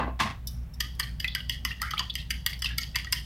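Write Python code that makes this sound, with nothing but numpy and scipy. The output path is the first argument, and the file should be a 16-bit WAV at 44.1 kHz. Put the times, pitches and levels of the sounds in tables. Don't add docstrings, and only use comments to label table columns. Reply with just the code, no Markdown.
import sys
import numpy as np
from scipy import signal
from scipy.fft import rfft, irfft
from scipy.io import wavfile
from scipy.ndimage import uniform_filter1d

SR = 44100
rng = np.random.default_rng(int(sys.argv[2]) if len(sys.argv) > 2 else 0)


def materialize(psi):
    bounded = np.clip(np.atleast_2d(psi).T, -1, 1)
    quanta = np.round(bounded * 32767).astype(np.int16)
    wavfile.write(sys.argv[1], SR, quanta)


N = 143325

# t/s, stirring force/dB, level/dB in each of five bands,
# lowest bowl mode f/Hz, second stick level/dB, scrape level/dB
STROKES = [(0.806, -17, -41.5, -30.5, -28, -28, -35, 1196, 10, -1.5),
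           (0.998, -15.5, -37.5, -32, -31, -29, -32.5, 1280, -5, -16),
           (1.202, -23, -88, -40.5, -33.5, -35, -42, 950, -2, -11),
           (1.35, -33, -47, -29.5, -29, -30, -39, 1190, -6.5, -32),
           (1.496, -9.5, -53.5, -34, -25.5, -33, -39, 974, -21, -28),
           (1.65, -15, -36, -28.5, -29, -30, -36, 1127, -11, -36),
           (1.818, -16.5, -32, -30, -40.5, -33, -36, 1265, -25, -22.5),
           (1.908, -15.5, -40.5, -37.5, -34, -37, -45.5, 1244, 4.5, -28),
           (1.994, -25, -33.5, -33, -28, -28, -45, 1094, -14, -17),
           (2.154, -16.5, -57, -36.5, -31, -35, -40.5, 1350, -11, -42),
           (2.305, -22, -78, -30, -27, -29.5, -36.5, 1270, 4, -28),
           (2.463, -10.5, -42, -28.5, -25.5, -27.5, -29, 1200, -5.5, -44),
           (2.621, -8, -47, -37, -31.5, -32, -41, 1265, 1, -36),
           (2.645, -12, -42.5, -39.5, -28.5, -33, -44, 1303, -2, -17.5),
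           (2.783, -10.5, -45, -32, -32, -27.5, -32.5, 1340, -5, -17),
           (2.957, -13, -38.5, -27, -29.5, -27, -36.5, 995, 2.5, -46),
           (3.046, -25, -48.5, -46, -42.5, -43, -59, 1290, -21, -44),
           (3.125, -7, -39, -28.5, -27.5, -22.5, -28, 980, 2, -27)]
STROKE_EDGES_HZ = [870, 1500, 2500, 3800, 7000, 16000]
STROKE_DB, SECOND_STICK_S, SCRAPE_S, ONSET_S = -4.5, 0.0039, 0.0024, 0.002
# f/Hz, level/dB, t60/s
BOWL_MODES = [(1828, -12.5, 0.062), (1926, -2, 0.027), (2110, -4.5, 0.025), (2948, 1, 0.023),
              (3260, -2, 0.037), (4620, -0.5, 0.012), (4910, 1.5, 0.012), (6240, -6, 0.0065)]
LOW_MODE_DB, LOW_MODE_T60_S = -9.5, 0.032
# f/Hz, level/dB
TICK_COLOUR = [(800, -24.5), (3000, -22), (6000, -3), (7200, -9), (8300, 1), (9300, -1.5), (11200, -4.5),
               (12800, 6.5), (14200, -4), (16000, -7)]
TICK_DB, TICK_S = 6, 0.00089

# t/s, level/dB
DRIPS = [(1.212, -40), (1.2449, -37.5), (1.279, -36), (1.5233, -36), (1.980, -50), (2.021, -53),
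         (2.140, -40), (2.1858, -43), (2.4954, -38), (2.531, -45), (2.8136, -40), (2.832, -35),
         (2.988, -35)]
# f/Hz, level/dB
DRIP_COLOUR = [(500, -40), (2000, -25), (4800, 10.5), (7500, -10), (13000, -3), (16000, -20)]
DRIP_S = 0.0015
# t/s, starting pitch f/Hz, level/dB, t60/s, initial relative pitch rise/(1/s)
PLOPS = [(1.002, 1795, -13.5, 0.029, 2.5), (1.029, 4280, -21.5, 0.023, 6), (1.244, 1930, -17, 0.053, 6.5),
         (1.2445, 2530, -8.5, 0.014, 4), (1.280, 3260, -13.5, 0.018, 18), (1.358, 1634, -25, 0.046, -8),
         (1.404, 2974, -20, 0.026, -2.5), (1.707, 1810, -21.5, 0.045, 8), (1.715, 2690, -23.5, 0.062, 5),
         (1.799, 1860, -31, 0.034, 1), (1.817, 1300, -21, 0.0067, 1), (1.829, 1324, -17.5, 0.025, 10),
         (1.9358, 1282, -12, 0.025, -1.5), (1.971, 2070, -24, 0.034, 33), (1.979, 3050, -4.5, 0.01, 13),
         (2.004, 1038, -23, 0.039, -3), (2.098, 3330, -14.5, 0.019, 10), (2.530, 2080, -18, 0.012, 4.2),
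         (2.533, 4590, -17.5, 0.013, 5), (2.659, 2760, -7, 0.013, -7), (2.664, 4750, -23, 0.023, 1),
         (2.705, 1703, -29, 0.049, -1), (2.815, 4620, -24, 0.027, 2), (2.833, 4700, -13, 0.011, 5),
         (2.948, 1946, -24.5, 0.056, 2.7), (2.946, 2650, -27, 0.049, 1), (2.987, 2820, -22.5, 0.022, 3.8),
         (3.07, 1894, -26, 0.042, 1)]
PLOP_DB, PLOP_ATTACK_S, PLOP_GLIDE_S, PLOP_ROUGH = -2, 0.0017, 0.02, 0.25
# f/Hz, level/dB
SNAP_COLOUR = [(300, -10), (1500, -30), (3000, 21.5), (5000, 4.5), (7000, -17), (13000, -2.5), (16000, -21)]
SNAP_DB, SNAP_S = -20, 0.0058
# f/Hz, level/dB
SLOSH_COLOUR = [(300, -13), (1000, -42), (1500, -24), (1900, 13.5), (2450, -14), (3100, 10), (3800, -6),
                (4800, 3), (7000, -15), (10000, -13.5), (13000, -20), (16000, -43)]
SLOSH_DB, SLOSH_REST_DB, BUBBLES_PER_S = -37.5, -34, 1300
SLOSH_LAG_S, SLOSH_WIDTH_S = 0.039, 0.029
# t/s, length/s, centre f/Hz, level/dB
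SQUELCHES = [(1.028, 0.075, 1850, -46.5), (1.274, 0.075, 3810, -40), (1.518, 0.019, 4340, -47),
             (1.687, 0.028, 4320, -42), (1.822, 0.097, 1670, -35), (2, .022, 1320, -46),
             (2.099, 0.0072, 3530, -25), (2.184, 0.023, 3340, -35.5), (2.489, 0.076, 2980, -58),
             (2.647, 0.023, 4400, -31), (2.672, 0.062, 1720, -44.5), (2.806, 0.027, 5200, -35.5),
             (2.968, 0.032, 2310, -35)]
SQUELCH_DB, SQUELCH_PER_S, SQUELCH_RISE_PER_S = -7.5, 900, 16.6
SQUELCH_SPREAD, SQUELCH_CYCLES = 0.136, 10

# t/s, level/dB, attack/s
CLINKS = [(0.4705, -28.5, 0.0026), (0.734, -46, 0.0095), (0.95, -53, 0.0012), (2.591, -42.5, 0.0014)]
# f/Hz, level/dB, t60/s
DISH_MODES = [(2990, -18, 0.11), (3637, 1.5, 0.049), (3884, 5, 0.046), (4770, -5.5, 0.089), (5200, 5, 0.05),
              (5460, 3, 0.067), (5560, 13, 0.038), (5730, 8, 0.038), (9700, 3, 0.025), (11200, 6.5, 0.024),
              (12700, 13, 0.027)]
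# t/s, level/dB, rise/s, decay/s, tilt/(dB per octave), factor on the colour's f
CLATTER = [(-.02, -25, 0.014, 0.04, -5.5, 0.89), (0.06, -33, 0.02, 0.02, -9, 0.88),
           (0.191, -21.5, 0.015, 0.032, 2.5, 1), (0.254, -34, 0.0056, 0.032, -2, 0.96),
           (.300, -38.5, 0.0029, 0.018, 1.5, 1)]
# f/Hz, level/dB
CLATTER_COLOUR = [(60, -38), (150, -11), (280, -7.5), (560, -11), (720, -2.5), (1050, 2), (1450, -6.5),
                  (1900, -1), (2500, -9.5), (3200, -9.5), (4200, -12.5), (5200, -16), (7000, -27),
                  (10700, -32), (16000, -48)]
# f/Hz, width/Hz, peak level/dB
CLATTER_RINGS = [(785, 55, 0), (1063, 21, 10.5), (1141, 55, 9), (2006, 23, 7), (2616, 57, 9.5),
                 (2744, 58, 5.5), (3415, 26, 7.5), (5200, 25, 5)]
# t/s, level/dB
THUDS = [(0.207, -38.5), (.240, -35), (0.289, -43), (0.852, -50), (1.635, -49), (1.791, -51.5)]
# f/Hz, level/dB
THUD_COLOUR = [(40, -13), (90, 11), (170, -0.5), (260, 9), (400, -21), (800, -40), (16000, -90)]
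THUD_RISE_S = 0.011

# f/Hz, t60/s, level/dB
ROOM = [(298, 0.28, 1), (1060, 0.19, -2.5), (1850, 0.25, -4.5), (2500, 0.15, 0), (3220, 0.38, -9),
        (4470, 0.43, -13), (7700, 0.51, -17.5), (12800, 0.28, -10)]
ECHO_DB, ECHO_S, ROOM_ONSET_S = -7.5, 0.013, 0.024
CLINK_ROOM_DB, CLATTER_ROOM_DB, ROOM_WIDTH_DB = 3.5, -5, -9
# f/Hz, share (0-1)
DIFFUSION = [(2800, 0), (3600, .12), (5000, .15), (6300, .7), (16000, .9)]
GRAIN_DB = 1.3
# f/Hz, level/dB
HUM = [(60, 1.5), (120, -12.5), (241, -22.5)]
# t/s, level/dB
HUM_SWELL = [(0.0, -39), (0.11, -35.5), (0.38, -53), (0.4, -43), (0.63, -33), (0.7, -46), (1.13, -36.5),
             (1.18, -44.5), (1.7, -38.5), (1.76, -47.5), (1.87, -37.5), (1.92, -45.5), (2.37, -36.5),
             (2.43, -50), (2.71, -36), (2.93, -45.5), (3.18, -37.5), (3.25, -41)]
HUM_WAVER_DB, HUM_WAVER_HZ, HUM_DRIFT_RAD = 2, 8.1, 0.47
# f/Hz, level/dB
FLOOR_COLOUR = [(20, -22), (35, 7.5), (55, 2.5), (90, 5), (160, 4.5), (210, -7), (280, -17), (380, -22),
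                (600, -23.5), (1200, -27), (2500, -30.5), (5000, -42.5), (10000, -43.5), (16000, -38.5)]
FLOOR_DB = -44
# f/Hz, side level/dB
WIDTH = [(2800, -80), (4000, -35), (5200, -11), (6500, -5), (16000, -6)]
EDGE_HZ = 16000


def amp(db):
    return 10 ** (np.asarray(db) / 20)


def unit(x):
    return x / np.sqrt(np.mean(x ** 2) + 1e-20)


def read(points, hz):
    f, value = np.transpose(points)
    return np.interp(np.log(hz + 1), np.log(f + 1), value)


def colour(x, points, tilt_db=0):
    hz = np.fft.rfftfreq(x.shape[-1], 1 / SR)
    level_db = read(points, hz) + tilt_db * np.log2((hz + 200) / 1000)
    return irfft(rfft(x) * amp(level_db), x.shape[-1])


def add(mix, s, sound):
    part = mix[..., max(round(s * SR), 0):][..., :sound.shape[-1]]
    part += sound[..., :part.shape[-1]]


def wander(hz):
    f = np.fft.rfftfreq(N, 1 / SR)
    lowpass = np.exp(-(f / hz) ** 2) * (f > 0)
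    return unit(irfft(rfft(rng.standard_normal(N)) * lowpass, N))


def ring(modes, t, spread=0.018, vary_db=2.5):
    out = np.zeros(len(t))
    for hz, db, t60 in modes:
        touch_db = db + vary_db * rng.standard_normal()
        touch_hz = hz * (1 + spread * rng.standard_normal())
        out += amp(touch_db - 60 * t / t60) * np.sin(2 * np.pi * (touch_hz * t + rng.random()))
    return out


def chopsticks():
    out, t = np.zeros((2, N)), np.arange(4096) / SR
    lead = 256
    since = t - lead / SR
    for s, _, *levels, low_hz, second_db, scrape_db in STROKES:
        envelope = np.exp(-np.maximum(since / SCRAPE_S, -since / ONSET_S))
        contact = amp(scrape_db) * rng.standard_normal(len(t)) * envelope
        contact[lead] += 1
        second_s = lead / SR + SECOND_STICK_S * rng.uniform(0.555, 1.2)
        add(contact, second_s, amp(second_db) * np.array([.5, .5]))

        modes = [(low_hz, LOW_MODE_DB, LOW_MODE_T60_S), *BOWL_MODES]
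        body = np.array([ring(modes, t), ring(modes, t)])
        ringing = signal.fftconvolve(body, contact[None], axes=1)[:, :len(t)]

        pressure = np.sqrt(signal.lfilter([1], [1, -np.exp(-2 / (TICK_S * SR))], contact ** 2))
        tick = unit(colour(rng.standard_normal(body.shape), TICK_COLOUR)) * pressure
        clack = ringing + amp(TICK_DB) * tick

        for lo, hi, db in zip(STROKE_EDGES_HZ, STROKE_EDGES_HZ[1:], levels):
            band_filter = signal.butter(3, [lo * 1.05, hi * .95], "band", fs=SR, output="sos")
            band = signal.sosfilt(band_filter, clack)
            band = band / band[:, :1024].std(1, keepdims=True)
            add(out, s - lead / SR, amp(db + STROKE_DB) * band)
    return out


def drips():
    out, t = np.zeros((2, N)), np.arange(1024) / SR
    for s, db in DRIPS:
        tick = colour(rng.standard_normal((2, len(t))), DRIP_COLOUR)
        add(out, s, amp(db) * unit(tick) * np.exp(-t / DRIP_S))
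    return out


def plops():
    out, t = np.zeros((2, N)), np.arange(3000) / SR
    for s, hz, db, t60, rise in PLOPS:
        pitch = hz * (1 + rise * PLOP_GLIDE_S * np.tanh(t / PLOP_GLIDE_S))
        envelope = amp(-60 * t / t60) * (1 - np.exp(-t / PLOP_ATTACK_S))
        roughness = unit(uniform_filter1d(rng.standard_normal(len(t)), size=50))
        tone = np.sin(2 * np.pi * np.cumsum(pitch) / SR) * envelope * (1 + PLOP_ROUGH * roughness)
        snap_noise = unit(colour(rng.standard_normal((2, len(t))), SNAP_COLOUR))
        snap = amp(SNAP_DB) * snap_noise * np.exp(-t / SNAP_S)
        add(out, s, amp(db + PLOP_DB) * snap)
        add(out[0], s, amp(db + PLOP_DB) * tone)
    return out


def slosh(size_db=3, follow=0.72, full_db=-4):
    t = np.arange(N) / SR
    drags = []
    for s, force_db, *_ in STROKES:
        pulse = np.exp(-((t - s - SLOSH_LAG_S) / SLOSH_WIDTH_S) ** 2)
        drags.append(amp(follow * (force_db - full_db)) * pulse)
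    rest = amp(SLOSH_REST_DB) * np.clip((t - STROKES[0][0]) / 0.47, 0, 1)
    drag = np.max(drags, axis=0) + rest
    bursts = rng.random(N) < BUBBLES_PER_S / SR
    sizes = amp(size_db * np.minimum(rng.exponential(1, N), 3))
    pops = bursts * sizes * rng.choice([-1, 1], (2, N))
    return amp(SLOSH_DB) * drag * unit(colour(pops, SLOSH_COLOUR))


def squelches():
    out, t = np.zeros(N), np.arange(1024) / SR
    for s, length, centre_hz, db in SQUELCHES:
        cluster, draws = np.zeros(8192), rng.random((64, 3))
        count = max(int(SQUELCH_PER_S * length), 2)
        for when, pitch, size in draws[:count]:
            hz = centre_hz * np.exp(SQUELCH_SPREAD * (4 * pitch - 2))
            life = t * hz / SQUELCH_CYCLES
            chirp = np.sin(2 * np.pi * hz * (t + SQUELCH_RISE_PER_S * t ** 2 / 2))
            envelope = np.exp(-life) * np.minimum(life * 2, 1)
            add(cluster, when * length, (.5 + size) * chirp * envelope)
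        cluster *= np.sqrt(length * SR / np.sum(cluster ** 2))
        add(out, s, amp(db + SQUELCH_DB) * cluster)
    return out


def clinks(tick_db=9, tick_s=0.0062):
    out, t = np.zeros((2, N)), np.arange(8000) / SR
    highpass = signal.butter(8, 3400, "high", fs=SR, output="sos")
    for s, db, attack in CLINKS:
        tick = signal.sosfilt(highpass, rng.standard_normal((2, len(t)))) * np.exp(-t / tick_s)
        body = np.array([ring(DISH_MODES, t, spread=0.0058), ring(DISH_MODES, t, spread=0.0055)])
        sound = (body + amp(tick_db) * tick) * np.minimum(t / attack, 1) ** 2
        add(out, s, amp(db - 6) * sound / sound[:, :512].std())
    return out


def clatter(grain=0.27):
    out, hz = np.zeros(N), np.fft.rfftfreq(N, 1 / SR)
    rings = 1 + sum((amp(db) - 1) / (1 + 2j * (hz - f) / width) for f, width, db in CLATTER_RINGS)
    for s, db, rise, decay, tilt, pitch in CLATTER:
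        t = np.maximum(np.arange(N) / SR - s, 0)
        noise = rng.standard_normal(N) * np.exp(grain * wander(230))
        rattle = unit(colour(noise, np.array(CLATTER_COLOUR) * [pitch, 1], tilt))
        envelope = np.minimum(t / rise, 1) * np.exp(-np.maximum(t - rise, 0) / decay)
        out += amp(db - 1.5) * rattle * envelope
    return irfft(rfft(out) * rings, N)


def thuds():
    out, u = np.zeros(N), np.arange(8192) / SR / THUD_RISE_S
    for s, db in THUDS:
        bump = colour(rng.standard_normal(len(u)), THUD_COLOUR) * u * np.exp(-u)
        add(out, s, amp(db) * bump / bump[:2048].std())
    return out


def kitchen(x, count=3):
    size = 24576
    t, out, table = np.arange(size) / SR, np.zeros((2, N)), np.array(ROOM)
    for k in range(count):
        taps = rng.standard_normal((2, size)) * (rng.random((2, size)) < .1)
        hz, at, z = signal.stft(taps, SR, nperseg=256)
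        decay = amp(-60 * at / read(table[:, :2], hz)[:, None])
        tail = signal.istft(z * decay, SR, nperseg=256)[1][:, :size] * np.minimum(t / ROOM_ONSET_S, 1)
        tail = colour(unit(tail), table[:, ::2]) * (t < t[-1] * .9)

        reflections = rng.standard_normal((2, size)) * (rng.random((2, size)) < .15)
        echoes = unit(reflections * (t / ECHO_S) * np.exp(-3 * t / ECHO_S))
        response = (tail + amp(ECHO_DB) * echoes) / np.sqrt(size)

        share = np.maximum(np.cos(2 * np.pi * (2 * np.arange(N) / SR - k / count)), 0)
        out += signal.fftconvolve(x * share, response, axes=1)[:, :N]
    return out


def diffuse(x):
    hz, _, z = signal.stft(x, SR, nperseg=128)
    noise = signal.stft(rng.standard_normal(x.shape), SR, nperseg=128)[2]
    power = abs(uniform_filter1d(abs(z) ** 2, size=3, axis=1))
    grain_level = unit(uniform_filter1d(rng.standard_normal(z.shape[1:]), size=12, axis=0))
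    grain = unit(amp(GRAIN_DB * grain_level))
    share = read(DIFFUSION, hz)[:, None]
    wash = np.sqrt(share * power) * grain * noise / noise.std()
    return signal.istft(z * np.sqrt(1 - share) + wash, SR, nperseg=128)[1][:, :N]


def background():
    t, hum = np.arange(N) / SR, np.zeros(N)
    swell_db = np.interp(t, *np.transpose(HUM_SWELL))
    for hz, db in HUM:
        level = amp(swell_db + db + HUM_WAVER_DB * wander(HUM_WAVER_HZ))
        phase = 2 * np.pi * hz * t + HUM_DRIFT_RAD * wander(HUM_WAVER_HZ)
        hum += level * np.sqrt(2) * np.sin(phase)
    return hum + amp(FLOOR_DB) * unit(colour(rng.standard_normal(N), FLOOR_COLOUR))


def scene():
    sticks = chopsticks() + drips()
    wet = plops() + slosh() + squelches()
    dish, far = clinks(), clatter()
    hard = sticks + dish
    near_room = diffuse(kitchen(sticks + wet + amp(CLINK_ROOM_DB) * dish))
    room = near_room + kitchen(amp(CLATTER_ROOM_DB) * far[None])
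    mid = hard[0] + wet[0] + room[0] + far + thuds() + background()
    side = colour(hard[1] + amp(ROOM_WIDTH_DB) * room[1], WIDTH)
    return np.array([mid + side, mid - side])


def record(dry):
    lowpass = signal.firwin(255, EDGE_HZ, window=("kaiser", 9), fs=SR)
    return signal.oaconvolve(dry, lowpass[None], "same")


dry = scene()
out = record(dry)
materialize(out)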